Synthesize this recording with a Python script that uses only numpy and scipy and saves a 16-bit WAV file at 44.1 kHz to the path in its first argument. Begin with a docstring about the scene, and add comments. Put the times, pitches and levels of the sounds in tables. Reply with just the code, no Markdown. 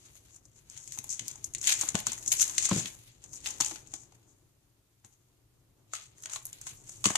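"""In a carpeted room, a thin foil wrapper is crumpled and torn close to a phone.
Its creases snap singly as ticks with dying noise, and rustle in short squeezes as streams of grains;
both drive four bands, of which the top-level ring is the resonance of two microphone ports near 6.7 and 7.5 kHz.
Soft blows excite low modes of the floor, feedback delays form the reverberation,
the phone being handled rumbles as faint low noise and the microphones hiss."""
import sys
import numpy as np
from scipy import signal
from scipy.fft import rfft, irfft, next_fast_len
from scipy.io import wavfile

SR = 44100
rng = np.random.default_rng(int(sys.argv[2]) if len(sys.argv) > 2 else 0)


def unload_audio(sound):
    """Save the sound as a 16-bit wav file, at the path given as the first command line argument."""
    columns = np.transpose(np.atleast_2d(sound))
    # keep every value between -1 and 1, then stretch to whole-number steps
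    steps = np.round(np.clip(columns, -1, 1) * 32767)
    wavfile.write(sys.argv[1], SR, steps.astype(np.int16))


N = 316197


def foil(tail_db, tick_db, panel_db, panel_width_hz, patchy_db):
    """Source and filter: snaps (a tick, then an uneven decay) and grainy rustle drive four bands."""
    # creases that snap: t/s, drive level/dB of ring, body, middle and sheen, panel pitch f/Hz
    snaps = [(0.052, -47, -69.5, -78, -65, 1314), (0.154, -46, -62, -71, -61, 730),
             (0.3608, -40, -71, -65, -67, 1290), (0.4538, -39.5, -70, -78, -71, 711),
             (0.699, -34, -80, -71, -61, 960), (0.7757, -29.5, -86, -47, -61, 1470),
             (0.8761, -29.5, -65, -50, -61, 611), (0.9215, -26, -80, -39, -41, 2000),
             (0.9754, -38, -49.5, -50, -49, 850), (0.9874, -24.5, -70, -36.5, -31, 900),
             (1.0413, -31, -49.5, -44, -34, 880), (1.0924, -27, -73, -65, -52, 947),
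             (1.1024, -27.5, -76, -62, -58, 891), (1.1939, -20.5, -48, -27.5, -59, 1950),
             (1.281, -20, -74, -41.5, -29, 853), (1.3133, -27, -60.5, -48, -47, 990),
             (1.356, -35, -57, -67.5, -67, 880), (1.4431, -18.5, -62.5, -73.5, -33.5, 921),
             (1.5371, -29, -66.5, -51, -46, 2000), (1.5493, -16, -68.5, -25.5, -53, 2020),
             (1.5827, -24.5, -72, -60.5, -51.5, 2000), (1.614, -22.5, -67, -41.5, -54, 1680),
             (1.6412, -26, -78, -32.5, -46.5, 1730), (1.6715, -11, -48.5, -25.5, -33, 1580),
             (1.6756, -20, -54.5, -26.5, -33.5, 2020), (1.6922, -28, -38, -27, -34, 1690),
             (1.722, -20, -46.5, -23, -37, 1770), (1.8118, -15.5, -45, -58, -29, 1950),
             (1.8882, -13.5, -51, -34.5, -45, 606), (1.9446, -27, -51, -36, -41, 600),
             (1.953, -16, -24.5, -20.5, -53, 610), (1.9893, -22, -54, -30, -45, 1780),
             (2.002, -33, -61, -36, -29.5, 821), (2.0679, -12.5, -37.5, -28, -30, 1414),
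             (2.1194, -21, -41.5, -61, -48, 970), (2.131, -24, -56, -55, -44, 1400),
             (2.1788, -32.5, -49, -68, -50, 1890), (2.2611, -24.5, -70.5, -43, -57.5, 748),
             (2.278, -17, -65, -46.5, -41.5, 713), (2.3185, -12, -37, -23, -39.5, 1860),
             (2.3968, -23, -51, -27.5, -41.5, 1800), (2.4176, -24, -42, -34, -17, 1460),
             (2.4261, -16, -77.5, -25.5, -26, 1590), (2.4786, -24, -69, -55.5, -55, 1410),
             (2.4964, -22.5, -54, -36, -51.5, 1150), (2.581, -7.5, -56.5, -16, -42.5, 1680),
             (2.6905, -17, -37, -49, -39, 1160), (2.7306, -33, -44, -51.5, -61, 810),
             (2.8572, -24.5, -42, -25.5, -56, 2030), (2.876, -31, -63, -56, -52, 624),
             (3.2399, -31.5, -52, -50, -83, 740), (3.3317, -35, -61, -55, -53, 980),
             (3.46, -47, -39, -23, -35.5, 1900), (3.5048, -26.5, -57, -54, -38, 1620),
             (3.603, -16.5, -39, -30, -39, 880), (3.608, -8, -36.5, -23, -37, 950),
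             (3.62, -27.5, -73, -31, -32, 1840), (3.6466, -21, -60, -52, -43, 947),
             (3.6612, -19.5, -45, -33, -40, 1820), (3.7121, -52, -37.5, -39, -59, 800),
             (3.758, -36, -48, -41, -72, 1420), (3.873, -41.5, -75, -82, -73, 786),
             (3.9382, -24, -45, -37, -56, 790), (4.0335, -51, -63, -64, -67, 778),
             (4.122, -52, -57.5, -61, -81.5, 862), (5.0469, -37.5, -56.5, -50.5, -72.5, 860),
             (5.935, -24, -32.5, -33, -63.5, 1304), (6.182, -49.5, -65, -71, -58, 1910),
             (6.2234, -35, -65, -64, -41, 1310), (6.2357, -31, -56, -41.5, -47, 1790),
             (6.2577, -24.5, -41, -32.5, -56, 1460), (6.2968, -33, -62, -39, -58, 1760),
             (6.3331, -23.5, -50, -37, -47, 1390), (6.3599, -28, -39.5, -29.5, -44, 1060),
             (6.454, -28, -58, -54, -23, 724), (6.4673, -41, -65, -68, -35, 708),
             (6.5294, -28.5, -74, -48, -40, 1980), (6.614, -31.5, -60, -61, -40, 1710),
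             (6.6683, -28, -43.5, -39.5, -57, 1430), (6.893, -39, -55.5, -74, -65, 1110),
             (7.042, -12.5, -28.5, -21, -42, 1060), (7.0554, -11.5, -20.5, -12, -32, 1120),
             (7.1024, -46, -25, -52, -49, 650), (7.1538, -26, -26, -30, -40, 895),
             (7.156, -10, -32, -16, -39, 1890)]
    # the foil shifts between the ports: t/s, left minus right of the ring drive/dB
    lean = [(0, 4.5), (1, 4.5), (2, 2.5), (3, 4), (4, 5), (6, 1.5), (7.17, 0)]
    # stereo balance of body, middle, sheen: left minus right/dB
    sides_db = [6.5, 3, -0.5]
    # left-right correlation [-1 to 1] of the noise driving ring, body, middle, sheen
    alike = [0.21, -0.29, -0.28, -0.4]
    snap_t60_s = 0.024

    levels = rustle()
    common = crackle(per_s=440, spread_db=1.5, smooth=1.0)
    t = np.arange(2048) / SR
    wander = signal.lfilter([.3], [1, -.95], rng.standard_normal((len(snaps), len(t))))
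    tails = from_db(tail_db + 2.7 * wander)
    tick = from_db(tick_db) * (t == 0)      # the crease lets go in one step
    overtones_hz = rng.uniform(2800, 4400, len(snaps))
    out = np.zeros((2, N))
    for k in range(4):
        own = crackle(per_s=270, spread_db=1.5, smooth=0.11)      # creases of one size sound in one band only
        patches = from_db(patchy_db * drift(5.5))
        grains = rms_one(common + 0.26 * own)
        level = np.pad(levels[k] * patches * grains, (0, len(t)))
        white = pair(rng.standard_normal((2, N + len(t))), alike[k])
        drive = level * white
        for (s, *dbs, panel_hz), tail, overtone_hz in zip(snaps, tails, overtones_hz):
            start = round(s * SR)
            at = slice(start, start + len(t))
            decay = from_db(dbs[k] - 60 * t / snap_t60_s)
            burst = (white[:, at] * tail + tick) * decay
            if k == 1:      # the panel that buckles has a pitch of its own
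                burst = burst + from_db(panel_db) * resonance(burst, panel_hz, panel_width_hz)
            if k == 2:      # and a broader overtone somewhere above
                burst = burst + from_db(-1.5) * resonance(burst, overtone_hz, 300)
            drive[:, at] += burst
        balance = sides(in_time(lean)[0]) if k == 0 else sides(sides_db[k - 1])[:, None]
        out += colour(drive[:, :N], size=k) * balance
    return out


def rustle():
    """Exponential envelopes: each squeeze swells and fades straight in dB; powers add to background handling."""
    # squeezes: peak t/s, ring drive level/dB, swell t/s and fade t/s over 20 dB,
    # lower-part level/dB and sheen level/dB relative to the ring
    squeezes = [(0.062, -61.5, 0.044, .15, -6, -9), (0.17, -48, .045, 0.042, -14, -13),
                (0.364, -54.5, 0.19, 0.032, -16.5, -13), (0.594, -60.5, .18, 0.056, -17, -16),
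                (0.728, -47, 0.044, 1, -14.5, -16), (0.93, -39.5, 0.026, .2, -22, -15),
                (1.105, -37.5, 0.023, 0.18, -32, -30), (1.292, -44.5, 0.17, 0.11, -12.5, -11.5),
                (1.454, -61, 0.036, .09, -12, 7), (1.684, -17.5, 0.049, 0.096, -15, -16.5),
                (1.821, -32.5, 0.062, 0.14, -9.5, -10), (1.956, -39.5, 0.025, 0.22, -12, -17),
                (2.078, -34.5, 0.021, 0.17, -12, -8.5), (2.275, -43, .025, 0.24, -20, -14),
                (2.327, -31.5, 0.018, 0.055, -9, -3), (2.417, -20.5, 0.044, 0.04, -23, -15),
                (2.46, -40.5, .03, 0.26, -9, -8), (2.654, -25.5, 0.075, .038, -13.5, -24),
                (2.784, -30.5, 0.37, 0.14, -12.5, -16.5), (3.248, -61.5, 0.11, .18, -5, -19),
                (3.342, -43, 0.052, 0.13, -11.5, -11), (3.467, -33.5, 0.045, 0.14, -12.5, -14),
                (3.612, -34, 0.015, 0.12, -7.5, -8.5), (3.759, -39.5, 0.15, 0.056, -13, -13),
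                (3.946, -51.5, 0.103, 0.12, -13, -34), (5.049, -66, .025, 0.25, -8.5, -10),
                (5.946, -40, 0.028, 0.12, -8.5, -15.5), (6.176, -64, .035, .4, -11, -11),
                (6.368, -41.5, 0.15, 0.05, -10, -12), (6.465, -51.5, 0.11, 0.21, -12.5, -8),
                (6.538, -55.5, .04, 0.082, -10, -6), (6.622, -54, .08, 0.2, -8.5, -11),
                (6.695, -42, 0.052, .15, -11.5, -14.5), (6.902, -49, 0.12, 1, -15.5, -13.5),
                (7.051, -26.5, 0.0065, 0.092, -8, -21), (7.17, -41, .05, .1, -20, -15)]
    # faint, slowly varying rustle of the foil between squeezes: t/s, ring drive level/dB
    handling = [(0, -65), (0.42, -73.5), (1.0, -61.5), (1.45, -64.5), (2.0, -69), (2.93, -56), (3.2, -70),
                (3.84, -65.5), (4.09, -70), (4.4, -74.5), (4.55, -83.5), (5.0, -83.5), (5.9, -84.5),
                (7.17, -70)]
    # offsets of body and middle within the lower part: level/dB
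    lower_colour_db = [-8.5, 1]
    handling_lower_db, handling_sheen_db = -6.5, -7   # relative to the ring, before the offsets

    t = np.arange(0, N + 64, 64) / SR
    s, db, swell, fade, lower, sheen = (c[:, None] for c in np.transpose(squeezes))
    before = (s - t) / np.maximum(swell, .005)
    after = (t - s) / np.maximum(fade, .005)
    shape_db = db - 20 * np.maximum(before, after)
    handling_db = np.interp(t, *np.transpose(handling))
    body, middle = lower_colour_db
    # each band relative to the ring: (in squeezes, in background handling)
    shares = [(0, 0),
              (lower + body, handling_lower_db + body),
              (lower + middle, handling_lower_db + middle),
              (sheen, handling_sheen_db)]
    powers = [np.sum(from_db(shape_db + a) ** 2, axis=0) + from_db(handling_db + b) ** 2 for a, b in shares]
    return [np.interp(np.arange(N) / SR, t, np.sqrt(p)) for p in powers]


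def crackle(per_s, spread_db, smooth):
    """Shot noise: clumped small creases of uneven size, each a pulse of a millisecond or two, on a smooth bed."""
    born = rng.random(N) < per_s * from_db(6.0 * drift(25)) / SR
    sizes = born * from_db(spread_db * np.minimum(rng.exponential(1, N), 3))
    decayed = signal.lfilter([1], [1, -.97], sizes)
    swell = signal.lfilter([1], [1, -.9], decayed)      # rounds the onset
    return rms_one(rms_one(swell) + smooth)


def colour(x, size):
    """Linear filtering: size 0 is the port resonance, 1 to 3 are body, middle, sheen; scaled by impulse energy."""
    # resonance of the left and right microphone port: f/Hz, width of one pass f/Hz, level/dB
    ports = [(6663, 1550, 0.5), (7520, 2500, -4)]
    # band edges of body, middle, sheen: lower f/Hz, upper f/Hz
    bands = [(600, 2050), (2000, 5060), (8800, 12600)]
    impulse = np.arange(N) == 0
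    x = np.vstack([x, impulse]) + 1e-18
    if size == 0:       # applied twice, for steep flanks
        left, right = (from_db(db) * resonance(resonance(x, hz, width), hz, width) for hz, width, db in ports)
        out = np.array([left[0], right[1], left[2]])      # the left port sets the scale of both
    else:
        out = signal.sosfilt(signal.butter(2, bands[size - 1], "band", fs=SR, output="sos"), x)
    return out[:2] / np.sqrt(np.sum(out[2] ** 2))


def thumps(shake_db):
    """Impact excitation: a knock at contact, and a push that swells into damped modes and a dull noise."""
    # soft blows on the floor: t/s, push level/dB, pitch f/Hz, push 60 dB decay t/s, knock level/dB
    blows = [(0.983, -45, 114, 0.094, -52.5), (1.201, -54.5, 112, 0.59, -65),
             (1.833, -36.5, 304, 0.054, -35), (1.946, -17, 169, 0.04, -34),
             (2.068, -41.5, 229.5, 0.17, -35.5), (2.712, -18, 187, 0.12, -25),
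             (2.757, -25.5, 159.6, 0.14, -50), (2.776, -39.5, 136, 0.23, -64), (2.844, -43, 188, 0.11, -62),
             (3.604, -34.5, 294, 0.061, -31), (3.716, -44, 326, 0.099, -46), (3.933, -47, 326, 0.063, -53),
             (5.043, -57.5, 115.6, 0.14, -59.5), (7.057, -20, 192, 0.067, -32),
             (7.103, -18.5, 298, 0.019, -32)]
    floor_hz, floor_db = 115.9, -4   # the floor answers every blow at a pitch of its own, relative to the blow

    out, t = np.zeros(N + 8192), np.arange(8192) / SR
    noise = rng.standard_normal((len(blows), len(t)))
    shakes = rms_one(resonance(resonance(noise, 170, 250), 170, 250))
    knocks = rms_one(resonance(resonance(noise, 730, 940), 730, 940))
    floor_mode = from_db(floor_db) * np.sin(2 * np.pi * floor_hz * t)
    for (s, db, hz, t60, knock_db), shake, knock in zip(blows, shakes, knocks):
        push = (1 - np.exp(-t / 0.0023)) ** 2 * from_db(db - 60 * t / t60)
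        own_mode = np.sin(2 * np.pi * hz * t)
        low = push * (own_mode + floor_mode + from_db(shake_db) * shake)
        contact = knock * from_db(knock_db - 60 * t / 0.027)
        out[round(s * SR):][:len(t)] += low + contact
    low_cut = signal.butter(2, 60, "high", fs=SR, output="sos")
    return signal.sosfilt(low_cut, out[:N]) * sides(2.9)[:, None]


def room(x):
    """Reverberation by recirculation: eight feedback delays a side, duller on every round."""
    t60_s, wall_cut_hz = 0.33, 7000   # decay time before the walls' treble loss, and its corner
    size = next_fast_len(N + SR)
    w = 2 * np.pi * np.fft.rfftfreq(size)      # radians a sample
    dull = 1 / (1 + 1j * w * SR / (2 * np.pi * wall_cut_hz))
    lags = rng.uniform(.004, 0.025, 16) * SR      # samples
    loops = [from_db(-60 * lag / SR / t60_s) * dull * np.exp(-1j * w * lag) for lag in lags]
    # g / (1 - g) sums all rounds of a loop; signs alternate between loops
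    tail = [sum((-1) ** k * g / (1 - g) for k, g in enumerate(loops[side::2])) for side in (0, 1)]
    return irfft(rfft(x, size) * np.array(tail), size)[:, :N]


def rumble(spectrum, alike):
    """Spectral shaping of partly correlated noise that wavers in level; rms 1 before the stereo balance."""
    hz, db = np.transpose(spectrum)
    grid = np.maximum(np.fft.rfftfreq(N, 1 / SR), 1)
    gain = from_db(np.interp(np.log(grid), np.log(hz), db, left=-60, right=-80))
    noise = irfft(rfft(pair(rng.standard_normal((2, N)), alike)) * gain, N)
    return rms_one(noise * from_db(1.5 * drift(16))) * sides(2.7)[:, None]


def resonance(x, hz, width):
    """Damped oscillator: a two-pole band of the given width in Hz, gain about 1 on top."""
    r = np.exp(-np.pi * width / SR)
    return (1 - r * r) / 2 * signal.lfilter([1, 0, -1], [1, -2 * r * np.cos(2 * np.pi * hz / SR), r * r], x)


def drift(rate):
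    """Low-passed random process: slow fluctuation of rms 1, each of its two poles at rate in Hz."""
    r = np.exp(-80 * np.pi * rate / SR)      # one step is 40 samples
    slow = signal.lfilter([1], [1, -2 * r, r * r], rng.standard_normal(N // 40 + 2002))[2000:]
    return np.interp(np.arange(N) / 40, np.arange(len(slow)), rms_one(slow))


def pair(two, alike):
    """Sum and difference of two independent signals give left and right of a chosen correlation."""
    alike = np.clip(alike, -1, 1)
    return np.sqrt((1 + alike) / 2) * two[0] + np.sqrt((1 - alike) / 2) * two[1] * [[1], [-1]]


def sides(pan_db):
    """Interchannel level difference: left and right gains, split evenly in dB."""
    return from_db(np.array([pan_db / 2, -pan_db / 2]))


def from_db(db):
    """Logarithmic level: amplitude gain of a level in dB."""
    return 10 ** (np.asarray(db) / 20)


def rms_one(x):
    """Normalization of mean power: scale to rms 1."""
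    return x / np.sqrt(np.mean(x ** 2) + 1e-20)


def in_time(rows):
    """Linear interpolation: table columns as curves, one value a sample."""
    s, *columns = np.transpose(rows)
    return [np.interp(np.arange(N) / SR, s, c) for c in columns]


def scene():
    """Superposition: foil and thumps, direct and reverberant, over the handling rumble."""
    # handling rumble of the phone: t/s, deep level/dB, upper level/dB
    rumble_levels = [(0.0, -65.5, -70.5), (0.6, -65.5, -73), (1.78, -58.5, -63), (2.79, -57.5, -61.5),
                     (3.09, -65.5, -72), (3.53, -58, -60), (4.87, -73, -80), (7.05, -59, -65.5),
                     (7.17, -58, -57)]
    # spectrum of the deep rumble: f/Hz, relative level per Hz/dB
    deep = [(20, -10), (35, -12.5), (60, -7.5), (85, -10.5), (118, -1.5), (160, -14), (220, -20)]
    # spectrum of the upper rumble: f/Hz, relative level per Hz/dB
    upper = [(150, -19), (200, -9), (270, 0), (340, 1), (450, -6.5), (600, -10), (1200, -15.5),
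             (2500, -34.5)]

    deep_db, upper_db = in_time(rumble_levels)
    sheet = foil(tail_db=-8, tick_db=7.5, panel_db=10.5, panel_width_hz=190, patchy_db=3.0)
    blows = thumps(shake_db=-4.5)
    handling_rumble = from_db(deep_db) * rumble(deep, .93) + from_db(upper_db) * rumble(upper, .5)
    reverberation = from_db(-18) * room(sheet + from_db(-7.5) * blows)
    return sheet + blows + reverberation + handling_rumble


def record(dry):
    """Transducer noise and band limit: each microphone adds its own white hiss; the top is cut."""
    hiss_db, cutoff_hz = -73.5, 15560   # hiss rms before the cut; edge of the stop band, 60 dB down
    hiss = from_db(hiss_db) * rng.standard_normal((2, N))
    return signal.sosfilt(signal.cheby2(12, 60, cutoff_hz, fs=SR, output="sos"), dry + hiss)


dry = scene()
out = record(dry)
unload_audio(out)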